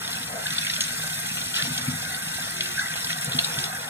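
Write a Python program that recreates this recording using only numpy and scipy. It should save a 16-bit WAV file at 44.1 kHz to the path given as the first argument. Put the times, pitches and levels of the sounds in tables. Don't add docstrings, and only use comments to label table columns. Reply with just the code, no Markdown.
import sys
import numpy as np
from scipy import signal
from scipy.fft import rfft, irfft, next_fast_len
from scipy.io import wavfile
from scipy.ndimage import uniform_filter1d, map_coordinates

SR = 44100
rng = np.random.default_rng(int(sys.argv[2]) if len(sys.argv) > 2 else 0)


def generate_wav(signal):
    frames = np.transpose(np.atleast_2d(signal))
    scaled = np.clip(frames, -1, 1) * 32767
    pcm = np.round(scaled).astype(np.int16)
    wavfile.write(sys.argv[1], SR, pcm)


N = 171549

# start_s, hiss_db, burble_db, patter_db
STREAM_LEVELS = [(0.0, -40, -36, -43.5), (0.12, -37.5, -37, -41), (0.35, -39, -39.5, -45),
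                 (0.48, -36.5, -34, -40), (0.66, -36.5, -37, -39), (1.03, -35, -36, -42),
                 (1.53, -36, -40.5, -40.5), (1.565, -33.5, -33.5, -34), (1.61, -34, -31, -37),
                 (1.67, -36, -38, -38.5), (1.98, -37, -36.5, -43), (2.76, -37, -37, -41.5),
                 (2.78, -37.5, -31, -40.5), (3.08, -36, -38, -42), (3.11, -36, -32.5, -34.5),
                 (3.15, -37.5, -37, -43.5), (3.49, -35, -36.5, -39.5), (3.76, -38.5, -36.5, -44.5),
                 (3.89, -41.5, -39, -47.5)]
# start_s, level_db
SLOSH_LEVELS = [(0, -42), (.42, -46.5), (.6, -47.5), (1.5, -46), (1.6, -41.5), (1.75, -43.5), (2.8, -46.5),
                (3.24, -44.5), (3.34, -38.5), (3.88, -41.5)]

# frequency_hz, relative_level_db (per Hz)
HISS_SPECTRUM = [(2200, -32), (4500, -11), (6500, -5.5), (7700, -4), (8550, 1.5), (8900, -2), (10700, -2.5),
                 (11100, -1), (12000, -1.8), (12600, 1.5), (13100, -2.5), (13400, -1.5), (14300, -6.5),
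                 (15700, -8)]
PATTER_SPECTRUM = [(1200, -25), (2280, -3), (2720, 1), (3080, -2), (3450, 1.5), (4200, -2), (5000, -5),
                   (5500, 0.5), (6250, -5), (7200, -18.5), (11000, -20.5)]
BURBLE_SPECTRUM = [(700, -32), (1110, -17), (1380, -10), (1580, -4), (1730, -14.5), (1850, -7), (2130, -13),
                   (2270, -25), (3500, -41.5)]
SLOSH_SPECTRUM = [(250, -31), (390, -13), (470, -3.5), (560, -9), (680, 1), (920, -3), (1100, -1),
                  (1230, -5.5), (2000, -27.5)]
GURGLE_SPECTRUM = [(300, -33), (420, -10.5), (500, -0.5), (590, -10.5), (700, 5), (810, -10.5), (920, -6.5),
                   (1200, -11), (2000, -18.5)]
DRUM_SPECTRUM = [(20, -81), (45, -21), (80, -10.5), (110, -5.5), (138, -4), (165, 3.5), (188, -6.5),
                 (245, -6), (290, -14.5), (350, -25.5), (700, -29)]
SPRAY_SPECTRUM = [(1100, -16), (1900, -3), (2280, -6), (2900, 3), (3600, 7), (4400, 7), (5300, 4),
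                  (6200, 3), (8000, -4), (10500, -5), (14000, -18)]

# start_s, level_db, pitch_hz
SPLAT_EVENTS = [(.049, -27, 3650), (.0762, -25, 4200), (.1281, -20.5, 3980), (.4653, -18, 3650),
                (.5053, -22, 3640), (.5651, -24, 4400), (.5816, -14.5, 3540), (.649, -25, 8500),
                (.6674, -20.5, 3200), (.6978, -16.5, 3900), (.7352, -18.5, 3500), (.738, -23, 5700),
                (.7627, -22, 3100), (.8055, -19, 3100), (.8072, -14.5, 6600), (.8152, -18.5, 6600),
                (.837, -22, 6320), (1.1303, -25, 3690), (1.5404, -19, 3320), (1.5625, -20.5, 3950),
                (1.568, -19, 3400), (1.6222, -15.5, 3700), (1.7778, -24, 3700), (1.78, -23, 6300),
                (2.0487, -26, 3530), (2.1435, -25, 3600), (2.607, -13.5, 3400), (2.6574, -22, 3730),
                (3.044, -19.5, 4420), (3.069, -23, 3400), (3.128, -21, 3300), (3.2111, -25, 9400),
                (3.2445, -21, 9900), (3.3199, -22, 3600), (3.333, -22.5, 3600), (3.347, -24, 3600),
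                (3.3872, -10.5, 3400), (3.4435, -18, 3740), (3.446, -23, 7600), (3.5867, -17, 3450),
                (3.6396, -18.5, 4020)]
# start_s, level_db, starting pitch_hz
PLOP_EVENTS = [(0.4578, -19.5, 1580), (0.6663, -21, 1870), (0.698, -21, 1880), (1.5828, -21, 1750),
               (1.598, -18.5, 1660), (1.612, -26, 1800), (1.785, -23, 1490), (2.7788, -18, 1560),
               (2.7926, -12.5, 1540), (2.821, -21, 1570), (2.8574, -20, 1870), (3.1028, -17.5, 1810)]
# start_s, level_db
PLUNK_EVENTS = [(0.296, -25), (0.371, -28), (0.44, -31), (0.786, -30), (0.932, -30), (0.994, -31),
                (1.038, -28), (1.251, -32), (1.371, -32), (1.417, -28), (1.784, -30), (2.385, -31),
                (2.474, -30), (2.955, -28.5), (3.045, -28.5), (3.278, -30)]
# start_s, level_db, extra top_mode_db
THUMP_EVENTS = [(0.201, -40, 9), (1.622, -27.5, -9), (1.672, -33, 10.5), (1.699, -26, -1),
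                (1.784, -36, 6.5), (1.824, -29.5, -7), (1.876, -20, 3.5), (1.928, -31, 5.5),
                (3.273, -26.5, -3.5), (3.344, -25.5, 7), (3.574, -25.5, -7)]
# pitch_hz, level_db, t60_s
BOWL_MODES = [(99.4, -18, 0.55), (141.7, 4.5, 0.094), (247, -2.5, 0.13)]
# start_s, length_s, level_db
GURGLE_EVENTS = [(0.285, 0.122, -35), (3.28, 0.018, -36)]
# start_s, length_s, level_db, pitch_hz
HUM_EVENTS = [(2.54, 0.19, -49.5, 362), (3.557, .07, -46.5, 362)]

# frequency_hz, lead_rad
LEFT_LEAD = [(150, 0), (260, .3), (600, .5), (950, 2.2), (1200, 3.4), (1500, 6.1), (1800, 4.8), (2150, 4.7),
             (2400, 2.4), (2700, 3.3), (2980, 3.2), (3350, 4.3), (3750, 4.8), (4500, 3), (5200, 3),
             (6100, 2.2), (7000, -.7), (8500, -1), (12950, -2.65), (13200, -3.14)]
# frequency_hz, share (0-1)
DIRECT_SHARE = [(200, .98), (280, .9), (430, .3), (800, .7), (1250, .5), (1900, .76), (2300, .3),
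                (2950, .88), (3500, .65), (4100, .35), (4800, .9), (6500, .3), (7600, .45), (8300, .82),
                (12000, .8), (12950, .88), (13200, 1)]
# frequency_hz, difference_db
LEFT_BALANCE = [(200, 1.1), (550, 4), (800, -1), (1250, 1), (1650, -0.5), (3400, 1), (9000, 0)]
# frequency_hz, t60_s
ROOM_DECAY = [(200, 0.28), (2000, 0.14), (12000, 0.07)]

HISS_DB, BURBLE_DB, PATTER_DB, DRUM_DB = 3.5, -0.5, 5.5, -42
FIZZ_HZ, FIZZ_OCTAVES, FIZZ_SPREAD_DB, FIZZ_CYCLES = 4010, 0.47, 9, 17.5
GURGLE_EDGE_S, GURGLE_DUCK_DB = 0.015, 3.5

SPLAT_DB, SPLAT_T60_S, SPLAT_ATTACK_S = 10.5, 0.011, 0.0013
SPLAT_DROPLETS, SPLAT_SCATTER_S, SPLAT_OCTAVES = 6, 0.004, 1.0
SPRAY_DB, SPRAY_T60_S, SPRAY_ATTACK_S = -4.5, 0.019, 0.0012
SPLAT_ROOM_DB = -4

PLOP_DB, PLOP_T60_S, PLOP_ATTACK_S = 5.5, 0.024, 0.0016
BUBBLE_RISE_PER_S = 6.2
PLUNK_DB, PLUNK_T60_S = -3.5, 0.036
THUMP_DB, THUMP_ATTACK_S, BOWL_LOW_HZ, BOWL_HIGH_HZ = 1, 0.005, 79, 340
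HUM_WAVER_RAD = 0.27

NEAR_WALLS_DB, NEAR_WALLS_T60_S = 0.5, 0.022
WANDER_PER_S = 25
TOP_HZ = 15750


def amp(db):
    return 10 ** (np.asarray(db) / 20)


def unit(x):
    return x / np.sqrt(np.mean(x ** 2) + 1e-20)


def fade(t, t60):
    return amp(-60 * t / t60)


def along(points, hz):
    f, v = np.transpose(points)
    return np.interp(np.log(hz + 1), np.log(f + 1), v)


def curves(rows):
    s, *columns = np.transpose(rows)
    return [np.interp(np.arange(N) / SR, s, c) for c in columns]


def wobble(rate):
    return map_coordinates(rng.standard_normal(2048), [np.arange(N) * rate / SR], mode="wrap")


def gate(s, length):
    corners = [s - GURGLE_EDGE_S, s, s + length, s + length + GURGLE_EDGE_S]
    return np.interp(np.arange(N) / SR, corners, [0, 1, 1, 0])


def add(track, s, sound):
    part = track[round(s * SR):][:len(sound)]
    part += sound[:len(part)]


def filtered(x, response):
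    m = next_fast_len(N + SR // 2)
    return irfft(rfft(x, m) * response(np.fft.rfftfreq(m, 1 / SR)), m)[..., :N]


def coloured(x, spectrum):
    size = 8192
    gain = amp(along(spectrum, np.fft.rfftfreq(size, 1 / SR)))
    cepstrum = irfft(np.log(gain))
    cepstrum[1:size // 2] *= 2
    cepstrum[size // 2 + 1:] = 0
    impulse = irfft(np.exp(rfft(cepstrum)))
    return unit(signal.fftconvolve(x, impulse)[:N])


def drops(spectrum, rate, spread_db, wash_db):
    sizes = amp(spread_db * np.clip(rng.standard_normal(N), -2, 2)) * rng.choice([-1, 1], N)
    impacts = unit(sizes * (rng.random(N) < rate / SR))
    wash = amp(wash_db) * rng.standard_normal(N)
    return coloured(impacts + wash, spectrum)


def ring(t, hz, t60, attack, rise=0):
    t = np.maximum(t, 0)
    tone = np.sin(2 * np.pi * hz * t * (1 + rise * t))
    return tone * fade(t, t60) * (1 - np.exp(-t / attack))


def room(x):
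    hz, t, z = signal.stft(rng.standard_normal((2, SR // 2)), SR, nperseg=256)
    tail_decay = fade(t, along(ROOM_DECAY, hz)[:, None])
    z = z * (tail_decay + amp(NEAR_WALLS_DB) * fade(t, NEAR_WALLS_T60_S))
    energy = np.sum(abs(z) ** 2, axis=2, keepdims=True)
    z = z / np.sqrt(uniform_filter1d(energy, size=2, axis=1))
    tail = signal.istft(z, SR, nperseg=256)[1]
    tail = tail / np.linalg.norm(tail, axis=1, keepdims=True)
    tail = np.pad(tail, ((0, 0), (SR // 700, 0)))
    return signal.fftconvolve(x[None], tail, axes=1)[:, :N]


def wandering_room(x, count):
    weights = np.array([wobble(WANDER_PER_S) for spot in range(count)])
    weights = weights / np.linalg.norm(weights, axis=0)
    return sum(room(x * w) for w in weights)


def hums():
    out, t = np.zeros(N), np.arange(N) / SR
    for s, length, db, hz in HUM_EVENTS:
        phase = 2 * np.pi * hz * t + HUM_WAVER_RAD * wobble(30)
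        out += amp(db) * gate(s, length) * np.sin(phase)
    return out


def thumps():
    out, t = np.zeros(N), np.arange(SR // 2) / SR
    *lower, top = [amp(db) * ring(t, hz, t60, THUMP_ATTACK_S) for hz, db, t60 in BOWL_MODES]
    for s, db, top_db in THUMP_EVENTS:
        add(out, s, amp(db + THUMP_DB) * (sum(lower) + amp(top_db) * top))
    band = signal.butter(2, [BOWL_LOW_HZ, BOWL_HIGH_HZ], "band", fs=SR, output="sos")
    return signal.sosfilt(band, out)


def gurgles():
    level = sum(amp(db) * gate(s, length) for s, length, db in GURGLE_EVENTS)
    return level * drops(GURGLE_SPECTRUM, rate=1100, spread_db=-3.0, wash_db=0)


def plunks():
    level, t = np.zeros(N), np.arange(SR // 10) / SR
    for s, db in PLUNK_EVENTS:
        add(level, s, amp(db + PLUNK_DB) * fade(t, PLUNK_T60_S))
    return level * drops(SLOSH_SPECTRUM, rate=2900, spread_db=11.0, wash_db=8)


def plops():
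    out, t = np.zeros(N), np.arange(SR // 10) / SR
    for s, db, hz in PLOP_EVENTS:
        bubble = ring(t, hz, PLOP_T60_S, PLOP_ATTACK_S, BUBBLE_RISE_PER_S)
        add(out, s, amp(db + PLOP_DB) * bubble)
    return out


def splats():
    out, puffs, t = np.zeros(N), np.zeros(N), np.arange(SR // 10) / SR
    puff = fade(t, SPRAY_T60_S) * (1 - np.exp(-t / SPRAY_ATTACK_S))
    for s, db, hz in SPLAT_EVENTS:
        snap = ring(t, hz, SPLAT_T60_S, SPLAT_ATTACK_S)
        for late, size, detune in rng.random((SPLAT_DROPLETS, 3)):
            droplet_hz = hz * 2 ** (SPLAT_OCTAVES * (detune - 0.5))
            droplet_t = t - late * SPLAT_SCATTER_S
            droplet = ring(droplet_t, droplet_hz, SPLAT_T60_S / 2, SPLAT_ATTACK_S / 2)
            snap = snap + amp(0.5 - 8.0 * size) * droplet
        add(out, s, amp(db + SPLAT_DB) * snap)
        add(puffs, s, amp(db + SPRAY_DB) * puff)
    return out + puffs * drops(SPRAY_SPECTRUM, rate=2400, spread_db=-25.0, wash_db=0)


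def fizz(count):
    out, t = np.zeros(N), np.arange(SR // 40) / SR
    births = rng.random(count) * N / SR
    traits = np.clip(rng.standard_normal((count, 2)), -2, 2)
    for s, (pitch, size) in zip(births, traits):
        hz = FIZZ_HZ * 2 ** (FIZZ_OCTAVES * pitch)
        bubble = ring(t, hz, FIZZ_CYCLES / hz, attack=1 / hz, rise=BUBBLE_RISE_PER_S)
        add(out, s, amp(FIZZ_SPREAD_DB * size) * bubble)
    return unit(out)


def stream():
    hiss_db, burble_db, patter_db = curves(STREAM_LEVELS)
    slosh_db, = curves(SLOSH_LEVELS)
    flutter = wobble(70)
    duck_db = GURGLE_DUCK_DB * sum(gate(s, length) for s, length, db in GURGLE_EVENTS)

    hiss_gain = amp(hiss_db + HISS_DB - duck_db + 0.71 * flutter + 1.44 * wobble(220))
    hiss = hiss_gain * drops(HISS_SPECTRUM, rate=4900, spread_db=5, wash_db=3.5)

    patter_gain = amp(patter_db + PATTER_DB - duck_db + 0.26 * flutter + 2.2 * wobble(110))
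    patter = patter_gain * drops(PATTER_SPECTRUM, rate=1000, spread_db=2.0, wash_db=-3.5)

    burble_gain = amp(burble_db + BURBLE_DB + 0.13 * flutter)
    burble = burble_gain * drops(BURBLE_SPECTRUM, rate=700, spread_db=0.5, wash_db=-3.0)

    slosh = amp(slosh_db) * drops(SLOSH_SPECTRUM, rate=300, spread_db=2.5, wash_db=-3.5)

    drum_gain = amp(DRUM_DB + 0.12 * wobble(3.72))
    drum = drum_gain * drops(DRUM_SPECTRUM, rate=370, spread_db=0.0, wash_db=-3.5)

    bubbles = amp(patter_db - duck_db) * fizz(count=900)
    return hiss + patter + burble + slosh + drum + bubbles


def scene():
    bowl = hums() + thumps() + gurgles() + plunks() + plops() + stream()
    thrown = splats()
    sides = np.array([[0.5], [-0.5]])

    def share(hz):
        return np.clip(along(DIRECT_SHARE, hz), 0, 1)

    def direct_path(hz):
        return np.sqrt(share(hz)) * np.exp(1j * sides * along(LEFT_LEAD, hz))

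    direct = filtered(bowl + thrown, direct_path)
    echoes = wandering_room(bowl + amp(SPLAT_ROOM_DB) * thrown, count=8)
    diffuse = filtered(echoes, lambda hz: np.sqrt(1 - share(hz)))
    return filtered(direct + diffuse, lambda hz: amp(sides * along(LEFT_BALANCE, hz)))


def record(dry):
    return filtered(dry, lambda hz: hz < TOP_HZ)


dry = scene()
out = record(dry)
generate_wav(out)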